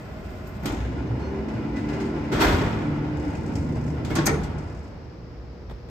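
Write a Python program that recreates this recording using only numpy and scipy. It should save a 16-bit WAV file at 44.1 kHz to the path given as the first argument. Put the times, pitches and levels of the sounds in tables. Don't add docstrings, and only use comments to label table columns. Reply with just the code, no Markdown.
import sys
import numpy as np
from scipy import signal
from scipy.fft import rfft, irfft, next_fast_len
from scipy.io import wavfile

SR = 44100
rng = np.random.default_rng(int(sys.argv[2]) if len(sys.argv) > 2 else 0)


def unload_audio(sound):
    columns = np.transpose(np.atleast_2d(sound))
    steps = np.round(np.clip(columns, -1, 1) * 32767)
    wavfile.write(sys.argv[1], SR, steps.astype(np.int16))


N = 260183

# (frequency [Hz], side against mid [dB])
WIDTH = [(30, -13), (120, -17.5), (250, -11.5), (500, -6), (1000, -2.5), (2000, -1), (4000, -1), (5800, 0),
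         (7500, -5.5), (9000, 3), (10300, -1), (11700, -1), (12600, -16), (14200, -16.5), (15200, -2.5)]
# (frequency [Hz], left against right [dB])
LEFTWARD = [(60, -0.5), (250, -1.1), (500, 0.8), (1000, 1.5), (1600, 0.7), (2100, -1), (3900, 1),
            (5050, 8.5), (6000, 2.5), (7200, 1.5), (8200, 1), (9500, 0.5)]
# (frequency [Hz], width [Hz], level [dB])
SHEET_PEAKS = [(97.6, 6.3, 9), (150, 2.4, 3.5), (285, 15, 1.5), (351, 120, 0.5), (407, 77, 5),
               (632, 4.9, 8), (806, 5.7, 1.5), (1014, 12, 2), (1095, 6.7, -1), (1406, 17, 2.5),
               (1345, 87, 6), (1458, 110, 8), (1720, 25, 6), (1940, 16, -4.5), (1800, 29, -4),
               (2210, 49, -5.5), (2280, 140, -5), (3760, 320, -0.5)]
# (frequency [Hz], level per mode [dB])
CLINK_COLOUR = [(700, -3.5), (1500, 7), (2400, -1.5), (3300, -5), (5000, -14.5), (7000, -12.5)]
CLINK_T60_S, CLINK_SWELL_S = 0.07, 0.0016

# (frequency [Hz], density [dB per Hz])
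AIR = [(20, -52.5), (35, -11), (60, 5.5), (90, -5.5), (140, -7.5), (220, -11.5), (330, -14.5), (480, -15.5),
       (650, -21.5), (1100, -27), (2200, -34), (3500, -42), (4600, -39.5), (5300, -38), (6500, -50.5),
       (9000, -64.5), (15500, -63)]
AIR_DB = -38.5
# (frequency [Hz], level [dB])
MAINS_HUM = [(119.8, -50), (360.5, -58), (479.3, -54)]
HUM_NEAR_S, HUM_APPROACH_S, HUM_FAR_DB = 5.4, 0.5, -4.5

# (frequency [Hz], density [dB per Hz])
GATE_ROLL = [(20, -42), (35, -37), (75, 4), (120, 3.5), (200, -0.5), (400, -6.5), (490, -16.5), (610, -5),
             (750, -8.5), (1400, -19.5), (2200, -17), (2800, -24.5), (6000, -66)]
# (frequency [Hz], density [dB per Hz])
CHAIN_HISS = [(1500, -16), (3000, 12), (5000, 6), (8000, 4), (11500, 0), (14000, -4.5), (15200, 3),
              (16000, -29)]
GATE_ROLL_DB, CHAIN_HISS_DB = -38, -61
# (frequency [Hz], level [dB])
GATE_WHINE = [(199, -47.5), (633, -52.5), (716, -70), (1044, -61.5)]
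# (time [s], level [dB])
GATE_LANDING = [(0.657, -37), (0.675, -49), (0.69, -51), (0.722, -52)]
# (frequency [Hz], level [dB], decay time T60 [s])
MESH_MODES = [(242.6, 9, 0.13), (298, 11.5, 0.12), (1415, 0, 0.24), (1950, -8, 0.61), (2440, -12, 0.19),
              (3140, -5, 0.2), (3420, -13, 0.15), (3962, -16, 0.4), (6500, -14, 0.95), (6760, -17.5, 0.8),
              (7140, -8, 0.16), (8560, -4, 0.076), (11600, -7, 0.049), (13180, -15, 0.1)]

# (time [s], level [dB], decay time T60 [s])
JINGLES = [(0.3, -66, 0.25), (0.47, -56, 0.2), (0.631, -50, 0.069), (2.325, -51, 0.12), (3.554, -59, 0.08)]
# (frequency [Hz], density [dB per Hz])
JINGLE_COLOUR = [(3000, -17), (7000, -5), (12000, -13), (14000, 4), (16000, -14)]
# (time [s], level [dB])
CLICKS = [(0.468, -55), (0.688, -42), (0.719, -45), (0.746, -48), (2.324, -39), (3.351, -49),
          (3.554, -38.5), (4.583, -48.5)]
# (time [s], length [s], level [dB])
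CHAIN_RUNS = [(3.175, 0.75, -52), (4.616, 0.27, -58.5)]
# (frequency [Hz], density [dB per Hz])
TICK_COLOUR = [(300, -38), (1000, 0), (2200, 10.5), (3500, -6.5), (5300, 7), (7000, 4), (8700, 0.5),
               (13000, -14), (16000, -31)]
CLICK_T60_S, LINK_T60_S = 0.066, 0.056
LINK_S = 0.026

START_S, ENGAGE_S, RUN_UP_S = 0.62, 0.016, 0.18
STOP_S, RUN_DOWN_DB_PER_S = 4.265, 23
# (time [s], turning rate [Hz])
MOTOR_SPEED = [(0.62, 52), (0.95, 65), (1.25, 70.3), (1.55, 73), (2.0, 74.2), (2.6, 73.8), (3.05, 75.2),
               (3.3, 74.7), (3.8, 76.1), (4.1, 76.3), (4.3, 74.8), (4.9, 75.5)]
# (level [dB], from [s], until [s])
MOTOR_ORDERS = [
    [(-34, 0.95, 1.4), (-36, 3.15, 4), (-32, 4.45, 5.0)],
    [(-37, 2.9, 2.2), (-31.5, 2.89, 3.1), (-31, 3.7, 3.88), (-31.5, 4.15, 4.75)],
    [(-35, 1.36, 2.28), (-33.5, 2.53, 2.89), (-38, 3.4, 3.85)],
    [(-34, 1.75, 2.55), (-31.5, 2.887, 3.21)],
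]
ORDER_FADE_DB_PER_S, ORDER_RANGE_DB = 72, 14

# (frequency [Hz], density [dB per Hz])
RUMBLE = [(20, -31), (33, -9.5), (45, -6.5), (62, 2.5), (85, 7.5), (115, 9.5), (160, 7.5), (220, -1.5),
          (500, -69)]
RUMBLE_DB, RUMBLE_GROWTH_DB_PER_S = -38.5, 2.07
# (time [s], level [dB])
SHUDDERS = [(0.68, -31.5), (2.39, -27.5), (3.3, -32.5), (4.28, -40.5)]
SHUDDER_RISE_S, SHUDDER_T60_S = 0.27, 1.8
# (frequency [Hz], density [dB per Hz])
DRONE = [(90, -30.5), (150, -15), (260, 1.5), (330, -0.5), (400, -7), (520, -10), (800, -25.5), (2000, -59)]
DRONE_DB, DRONE_SLOW_DB = -33.5, -13
# (frequency [Hz], density [dB per Hz])
SCRAPE = [(250, -23), (550, 1), (900, 2.5), (1150, -6), (1430, -10.5), (1700, -10), (2200, -6),
          (3200, -19.5), (5200, -24), (8000, -34), (13000, -53.5), (16000, -58)]
# (time [s], level [dB])
SCRAPE_LEVEL = [(0.65, -40.5), (0.95, -42.5), (1.2, -40.5), (1.65, -40), (2.25, -38), (2.9, -39),
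                (3.3, -40), (3.8, -43), (4.05, -41.5), (4.4, -37)]
ROLLING_CLINK_DB, ROLLING_SPREAD_DB = -41, 10.5

# (time [s], level [dB], brightness [dB per octave], sizzle [dB], rise [s],
# ring T60 [s], hall against ring [dB])
BLOWS = [(0.643, -32.5, -1.5, 4, 0.0031, 0.22, -11.5), (0.655, -32, 5.5, 2, 0.003, 0.29, -19.5),
         (0.698, -30.5, -2, 0, 0.0038, 0.15, -20), (0.729, -30.5, -5.5, -1, 0.006, 0.24, -25),
         (2.315, -27.5, 0.3, 1, 0.007, 0.42, 3.5), (2.397, -15, 1, 9, 0.021, 0.66, -6.5),
         (2.50, -28.5, 1, -8, 0.029, 0.32, -10), (4.047, -40, 6, -12, 0.0023, 0.23, -9.5),
         (4.098, -29, -0.2, 7, 0.008, 0.28, -5.5), (4.151, -27, 3, -14, 0.01, 0.73, -16),
         (4.262, -21.5, 0.2, -12, 0.0063, 0.39, -15), (4.325, -28.5, -13, -3, 0.0076, 0.1, -8),
         (4.431, -53, 9.5, -15, 0.006, 0.33, -23)]
# (frequency [Hz], density [dB per Hz])
STEEL = [(22, -20.5), (40, 3), (90, -0.5), (180, 3), (340, 1.5), (560, -6.5), (900, -4.5), (1500, -12.5),
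         (2200, -8.5), (2800, -16.5), (3700, -18), (4900, -24.5), (7000, -28), (12000, -35.5), (16000, -53)]
# (frequency [Hz], decay time T60 [s])
HALL_T60 = [(50, 2.2), (300, 1.76), (1500, 2.02), (4000, 1.1), (8000, 0.98), (15000, 0.68)]
BOOM_DB, BOOM_PER_DB, MEDIUM_BLOW_DB = 3, -0.75, -28.5
# (time [s],
# frequency [Hz], level [dB], half length [s])
BOOMS = [(0.665, 275, -27.5, 0.0092), (0.736, 299, -28.5, 0.012), (0.87, 59, -30, 0.11),
         (1.135, 118.3, -27, 0.054), (1.36, 391.4, -33, 0.067), (1.57, 118, -29.5, 0.032),
         (1.73, 60.6, -30.5, 0.032), (2.03, 391, -34.5, 0.14), (2.12, 340.4, -32.5, 0.097),
         (2.5, 48.7, -27.5, 0.08), (2.55, 87.1, -18.5, 0.019), (3.28, 284, -28.5, 0.037),
         (3.64, 277.8, -32.5, 0.13), (3.7, 96, -49, 0.3), (3.75, 248.3, -35.5, 0.15),
         (4.2, 328, -28, 0.028), (4.28, 272, -29, 0.047), (4.285, 321, -25.5, 0.026),
         (4.335, 454, -28, 0.02)]

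# (time [s], level [dB], fade [dB per s])
RATTLES = [(0.672, -34, 60), (2.43, -25, 52)]
# (frequency [Hz], density [dB per Hz])
RATTLE_COLOUR = [(500, -13.5), (1400, 3.5), (2300, 9), (3000, 2.5), (3700, 4.5), (5000, -11.5), (6600, -4),
                 (9000, -16), (14000, -28)]
RATTLE_GAP_S, RATTLE_T60_S = 0.02, 0.03
MESH_CLINK_DB = -2

# (time [s], level [dB], decay time T60 [s])
SCUFFS = [(1.19, -50, 0.3), (1.48, -45.5, 0.12), (1.535, -51, 0.13), (1.758, -42, 0.41), (1.884, -41, 0.27),
          (1.927, -41.5, 0.21), (1.998, -39, 0.26), (2.05, -45, 0.17), (2.15, -56, 0.25),
          (2.245, -53.5, 0.34), (3.55, -47, 0.11)]
# (frequency [Hz], density [dB per Hz])
SCUFF_COLOUR = [(500, 3.5), (1400, 8), (2200, 12), (3500, 0.5), (5300, 0), (7500, -6.5), (9000, -9),
                (13000, -22.5), (16000, -32)]
# (time [s], frequency [Hz], level [dB], half length [s])
SQUEAKS = [(1.255, 4307, -58, 0.04), (1.265, 6030, -64, 0.05), (1.77, 1997, -43, 0.024),
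           (1.82, 2010, -52, 0.04), (1.92, 1680, -50.5, 0.044), (1.94, 2037, -54.5, 0.11),
           (4.125, 2180, -41, 0.015)]

# (time [s], level [dB], decay time T60 [s])
KNOCKS = [(2.368, -37, 0.06), (2.392, -27, 0.044), (2.413, -30, 0.06), (2.424, -34, 0.05),
          (2.444, -26, 0.085), (2.492, -31, 0.078), (2.515, -35, 0.05), (2.543, -31.5, 0.096),
          (2.61, -32, 0.05), (2.665, -39, 0.045), (4.108, -42.5, 0.05), (4.163, -28.5, 0.06),
          (4.186, -26.5, 0.05)]
# (frequency [Hz], density [dB per Hz])
KNOCK_COLOUR = [(150, -8), (350, 2), (600, 2), (1500, 6.5), (2500, -15), (3800, -7), (5500, -7),
                (12000, -42)]
# (frequency [Hz], level [dB], decay time T60 [s])
PANEL_MODES = [(320.6, 3, 0.22), (341, -4, 0.47), (445, -8, 0.16), (605.6, -5.5, 0.31), (902, -12, 0.29),
               (1090, -5.5, 0.3), (1320, -9.5, 0.2), (1610, -8, 0.3), (1787, -5.5, 0.15), (1980, -13, 0.3),
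               (2500, -16.5, 0.3)]

# (time [s], level [dB], decay time T60 [s])
LATCH = [(4.153, -30.5, 0.1), (4.257, -25, 0.082), (4.265, -17.5, 0.035)]
# (frequency [Hz], density [dB per Hz])
LATCH_COLOUR = [(2000, -5.5), (3300, -25), (4400, -4), (5100, -4), (5600, -3), (6500, 5.5), (7700, -12),
                (8700, 2.5), (10500, -8), (11500, -26), (12800, -12.5), (14200, -26), (15100, -17.5),
                (16000, -17.5)]
# (frequency [Hz], level [dB], decay time T60 [s])
LATCH_MODES = [(4550, -19, 0.15), (5090, -12, 0.12), (6300, -8.5, 0.12), (6840, -9, 0.079),
               (8050, -11, 0.12), (9130, -8, 0.068), (12100, -16.5, 0.035), (12950, -9, 0.052),
               (13400, -24.5, 0.09), (15000, -23, 0.062)]

# (time [s], level [dB], decay time T60 [s])
SLAMS = [(4.266, -23.5, 0.04), (4.278, -26.5, 0.04), (4.292, -27, 0.05), (4.341, -35, 0.068)]
# (frequency [Hz], level [dB], decay time T60 [s])
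EDGE_MODES = [(268, -5, 0.2), (425.7, -4.5, 0.45), (563, -5, 0.23), (797, -5.5, 0.3), (1033, -22, 0.3),
              (1303, -15, 0.37), (1360, -15.5, 0.15), (1765, -10.5, 0.23), (1867, -6.5, 0.277),
              (1900, -14, 0.14), (2040, -7.5, 0.13), (2180, -10.5, 0.18), (2320, -7, 0.14)]
SLAM_CRACK_DB = 1

# (time [s], level [dB], decay time T60 [s])
BUTTON = [(5.693, -38, 0.05), (5.707, -37.5, 0.07), (5.883, -42, 0.15)]
# (frequency [Hz], density [dB per Hz])
BUTTON_COLOUR = [(200, 13), (700, 9), (1400, -3), (2200, 0), (2700, -11), (3300, -2.5), (4500, -16),
                 (7500, -20.5), (15000, -28)]

CUTOFF_HZ = 15600


def from_db(db):
    return 10 ** (np.asarray(db) / 20)


def rms_one(x):
    return x / np.sqrt(np.mean(x ** 2) + 1e-20)


def clock():
    return np.arange(N) / SR


def in_time(rows):
    s, *columns = np.transpose(rows)
    return [np.interp(clock(), s, column) for column in columns]


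def at_hz(points, hz):
    f, value = np.transpose(points)
    return np.interp(np.log(np.maximum(hz, 1)), np.log(f), value)


def drift(rate):
    r = np.exp(-200 * np.pi * rate / SR)
    noise = rng.standard_normal(N // 100 + 1002)
    slow = rms_one(signal.lfilter([1], [1, -2 * r, r * r], noise)[1000:])
    return np.interp(np.arange(N) / 100, np.arange(len(slow)), slow)


def sheet_response(hz, uneven_db, spacing_hz):
    peaks = sum(db / (1 + (2 * (hz - centre) / width) ** 2) for centre, width, db in SHEET_PEAKS)
    place = np.log1p(hz / 1500) * 1500 / spacing_hz
    crowd = np.interp(place, np.arange(2000), rng.standard_normal(2000))
    return from_db(peaks + uneven_db * crowd * hz / (hz + 700))


def diffuse(spectrum, steel=0):
    size = next_fast_len(N)
    hz = np.fft.rfftfreq(size, 1 / SR)
    mid, side = rfft(rng.standard_normal((2, size)))
    width = from_db(at_hz(WIDTH, hz))
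    gain = from_db(at_hz(spectrum, hz)) / np.sqrt(1 + width ** 2)
    if steel:
        gain = gain * sheet_response(hz, uneven_db=4.0, spacing_hz=16) ** steel
    left = from_db(at_hz(LEFTWARD, hz) / 2)
    ears = np.array([(mid + width * side) * left, (mid - width * side) / left])
    return rms_one(irfft(gain * ears, size)[:, :N])


def octaves(x):
    size = next_fast_len(N)
    centres = 62.5 * 2.0 ** np.arange(9)
    whole, hz = rfft(x, size), np.fft.rfftfreq(size, 1 / SR)
    for centre, share in zip(centres, np.eye(len(centres))):
        yield centre, irfft(whole * at_hz(np.c_[centres, share], hz), size)[:, :N]


def dying(t, start, rise, t60):
    age = t - start
    decay = np.log(1e6) * np.maximum(age - rise, 0) / t60
    return np.clip(age / rise, 0, 1) ** 2 * np.exp(-np.minimum(decay, 60))


def struck(hits, modes, scatter_db, split):
    at, out = [round(s * SR) for s, *_ in hits], np.zeros((2, N))
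    hit_db = np.array(hits)[:, 1]
    for hz, mode_db, t60 in modes:
        width = from_db(at_hz(WIDTH, hz))
        for twin_hz in (hz * (1 - split), hz * (1 + split)):
            chance, mid, side = rng.normal(0, 1, (len(at), 3)).T
            ears = np.sign(mid) + width * np.sign(side) * [[1], [-1]]
            ears = ears / np.sqrt(2 + 2 * width ** 2)
            impulses = np.full((2, N), 1e-18)
            impulses[:, at] = from_db(hit_db + mode_db + scatter_db * chance) * ears
            r, w = from_db(-60 / (t60 * SR)), 2 * np.pi * twin_hz / SR
            out += signal.lfilter([0, np.sin(w)], [1, -2 * r * np.cos(w), r * r], impulses)
    return out


def ticks(rows, colour, rise_s, hall_db, hall_s):
    t = clock()[::16]
    power = 0
    for s, db, t60 in rows:
        tail = from_db(hall_db) ** 2 * dying(t, s, 0.01, hall_s)
        power = power + from_db(db) ** 2 * (dying(t, s, rise_s, t60) + tail)
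    return np.interp(clock(), t, np.sqrt(power)) * diffuse(colour, steel=0.5)


def clinks(hits, count):
    t = np.arange(SR // 6) / SR
    out, fade = np.zeros((2, N + len(t))), np.sqrt(dying(t, 0, CLINK_SWELL_S, CLINK_T60_S))
    lowest, highest = CLINK_COLOUR[0][0], CLINK_COLOUR[-1][0]
    for s, db, *_ in hits:
        pitch, left, right = rng.random((3, count, 1))
        hz = lowest * (highest / lowest) ** pitch
        phase = 2 * np.pi * (hz * t + np.array([left, right]))
        ring = (from_db(at_hz(CLINK_COLOUR, hz)) * np.sin(phase)).sum(axis=1)
        at = min(int(s * SR), N)
        out[:, at:at + len(t)] += from_db(db) * fade * rms_one(ring)
    return out[:, :N]


def tones(rows, waver_db, wobble):
    out = 0
    for hz, db in rows:
        level = np.sqrt(2) * from_db(db + waver_db * drift(3.3))
        out = out + level * np.sin(2 * np.pi * (hz * clock() + rng.random()) + wobble * drift(10))
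    return out


def swells(rows, wobble, wobble_rate):
    t, out = clock(), 0
    for s, hz, db, half in rows:
        bell = np.exp(-np.minimum(((t - s) / half) ** 2, 50))
        tone = np.sin(2 * np.pi * hz * t + wobble * drift(wobble_rate))
        out = out + np.sqrt(2) * from_db(db) * bell * tone
    return out


def building(waver_db):
    far = np.clip((HUM_NEAR_S - clock()) / HUM_APPROACH_S, 0, 1)
    hum = from_db(HUM_FAR_DB * far) * tones(MAINS_HUM, waver_db, wobble=0)
    return from_db(AIR_DB) * diffuse(AIR) + hum


def gate(rattle_db, stop_s):
    landed = (clock() - GATE_LANDING[0][0]) / stop_s
    running = from_db(-60 * np.clip(landed, 0, 2))
    rollers = from_db(GATE_ROLL_DB) * diffuse(GATE_ROLL, steel=0.89)
    chain = from_db(CHAIN_HISS_DB + rattle_db * drift(25)) * diffuse(CHAIN_HISS)
    whine = tones(GATE_WHINE, waver_db=0.5, wobble=0.87)
    landing = struck(GATE_LANDING, MESH_MODES, scatter_db=3.0, split=0.0072)
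    return running * (rollers + chain + whine) + landing


def chain_jingle():
    return ticks(JINGLES, JINGLE_COLOUR, rise_s=0.003, hall_db=-19, hall_s=0.4)


def chain_links(jitter_s, scatter_db, count):
    rows = []
    for s, length, db in CHAIN_RUNS:
        for k, (late, strong) in enumerate(rng.standard_normal((count, 2))):
            if k * LINK_S < length:
                rows.append((s + k * LINK_S + jitter_s * late, db + scatter_db * strong, LINK_T60_S))
    return rows


def small_contacts():
    contacts = [(s, db, CLICK_T60_S) for s, db in CLICKS]
    contacts += chain_links(jitter_s=0.0059, scatter_db=2.0, count=29)
    return ticks(contacts, TICK_COLOUR, rise_s=0.0013, hall_db=-11, hall_s=0.41)


def drive_state():
    age = np.maximum(clock() - START_S, 0)
    run_down = from_db(-RUN_DOWN_DB_PER_S * np.maximum(clock() - STOP_S, 0))
    return age, np.exp(-age / RUN_UP_S), np.minimum(age / ENGAGE_S, 1) * run_down


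def motor(waver_db, wobble, flutter):
    t, out = clock(), 0
    _, _, moving = drive_state()
    speed, = in_time(MOTOR_SPEED)
    turn = 2 * np.pi * np.cumsum(speed) / SR + flutter * drift(12)
    for order, stretches in enumerate(MOTOR_ORDERS, 1):
        levels = []
        for db, from_s, until_s in stretches:
            outside_s = np.abs(t - np.clip(t, from_s, until_s))
            levels.append(db - np.minimum(ORDER_FADE_DB_PER_S * outside_s, ORDER_RANGE_DB))
        level_db = np.max(levels, axis=0) + waver_db * drift(9.1)
        out = out + from_db(level_db) * np.sin(order * turn + wobble * drift(2.5))
    return np.sqrt(2) * moving * out


def panels(uneven_db):
    age, slow, moving = drive_state()
    shudder = 0
    for s, db in SHUDDERS:
        shudder = shudder + from_db(db) ** 2 * dying(clock(), s, SHUDDER_RISE_S, SHUDDER_T60_S)
    rolling = moving * from_db(RUMBLE_DB + RUMBLE_GROWTH_DB_PER_S * age)
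    rumble = np.sqrt(rolling ** 2 + shudder) * diffuse(RUMBLE)
    drone = from_db(DRONE_DB + DRONE_SLOW_DB * slow) * diffuse(DRONE, steel=0.42)
    scrape_db, = in_time(SCRAPE_LEVEL)
    scrape = from_db(scrape_db + uneven_db * drift(12.6)) * diffuse(SCRAPE, steel=1.0)
    return rumble + moving * (drone + scrape)


def rolling_rattle(count):
    when, strength = rng.random((count, 2)).T
    times = START_S + (STOP_S - START_S) * (np.arange(count) + when) / count
    levels = ROLLING_CLINK_DB - ROLLING_SPREAD_DB * np.sqrt(strength)
    return clinks(zip(times, levels), count=8)


def blows(boom_hz, pivot_hz, damping, hall_rise_s, chatter_db):
    t, out = clock()[::16], 0
    chatter = from_db(chatter_db * drift(170)) ** 2
    chatter = np.interp(t, clock(), chatter)
    for hz, band in octaves(diffuse(STEEL, steel=0.81)):
        power = 0
        for s, db, bright_db, sizzle_db, rise, t60, hall_db in BLOWS:
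            boom_db = BOOM_DB + BOOM_PER_DB * max(db - MEDIUM_BLOW_DB, 0)
            level_db = db + boom_db / (1 + (hz / boom_hz) ** 2)
            level_db = level_db + bright_db * np.log2(max(hz / pivot_hz, 1))
            level_db = level_db + sizzle_db * (hz > SR / 4)
            band_rise = rise * max(pivot_hz / hz, 1) ** .5
            band_t60 = t60 * (pivot_hz / hz) ** damping
            ring = chatter * dying(t, s, band_rise, band_t60)
            hall = from_db(hall_db) ** 2 * dying(t, s, hall_rise_s, at_hz(HALL_T60, hz))
            power = power + from_db(level_db) ** 2 * (ring + hall)
        out = out + band * np.interp(clock(), t, np.sqrt(power))
    return out


def panel_booms():
    return swells(BOOMS, wobble=0.38, wobble_rate=4.9)


def mesh_rattle(count):
    rows = []
    for s, db, fade in RATTLES:
        late, weak = rng.random((count, 2)).T
        ages = RATTLE_GAP_S * (np.arange(count) + late)
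        rows += [(s + age, db - fade * age - 6 * w, RATTLE_T60_S) for age, w in zip(ages, weak)]
    ticking = ticks(rows, RATTLE_COLOUR, rise_s=0.001, hall_db=-14, hall_s=0.66)
    return ticking + from_db(MESH_CLINK_DB) * clinks(rows, count=10)


def shoe_scuffs():
    return ticks(SCUFFS, SCUFF_COLOUR, rise_s=0.0067, hall_db=-10.5, hall_s=0.82)


def shoe_squeaks():
    return swells(SQUEAKS, wobble=0.35, wobble_rate=22)


def panel_knocks():
    crack = ticks(KNOCKS, KNOCK_COLOUR, rise_s=0.0074, hall_db=-22.5, hall_s=0.41)
    return crack + struck(KNOCKS, PANEL_MODES, scatter_db=1.5, split=0.014)


def latch_snap():
    click = ticks(LATCH, LATCH_COLOUR, rise_s=0.0047, hall_db=-20.0, hall_s=0.4)
    return click + struck(LATCH, LATCH_MODES, scatter_db=-1.5, split=0.0064)


def slam():
    crack = ticks(SLAMS, KNOCK_COLOUR, rise_s=0.0013, hall_db=-21.5, hall_s=0.416)
    return from_db(SLAM_CRACK_DB) * crack + struck(SLAMS, EDGE_MODES, scatter_db=0.0, split=0.0076)


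def button_press():
    return ticks(BUTTON, BUTTON_COLOUR, rise_s=0.0058, hall_db=-16, hall_s=0.75)


def scene():
    out = building(waver_db=-2.0) + gate(rattle_db=1.5, stop_s=0.78)
    out = out + chain_jingle() + small_contacts()
    out = out + motor(waver_db=1.5, wobble=0.22, flutter=0.06)
    out = out + panels(uneven_db=1.17) + rolling_rattle(count=50)
    out = out + blows(boom_hz=385, pivot_hz=950, damping=0.4, hall_rise_s=0.02, chatter_db=0.5)
    out = out + panel_booms() + mesh_rattle(count=20)
    out = out + shoe_scuffs() + shoe_squeaks()
    return out + panel_knocks() + latch_snap() + slam() + button_press()


def record(dry):
    dip = signal.butter(4, [9150, 11300], "bandstop", fs=SR, output="sos")
    top = signal.ellip(10, 0.2, 90, CUTOFF_HZ, fs=SR, output="sos")
    mid = dry.mean(axis=0)
    side = dry - mid
    return signal.sosfilt(top, side + signal.sosfiltfilt(dip, mid))


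dry = scene()
out = record(dry)
unload_audio(out)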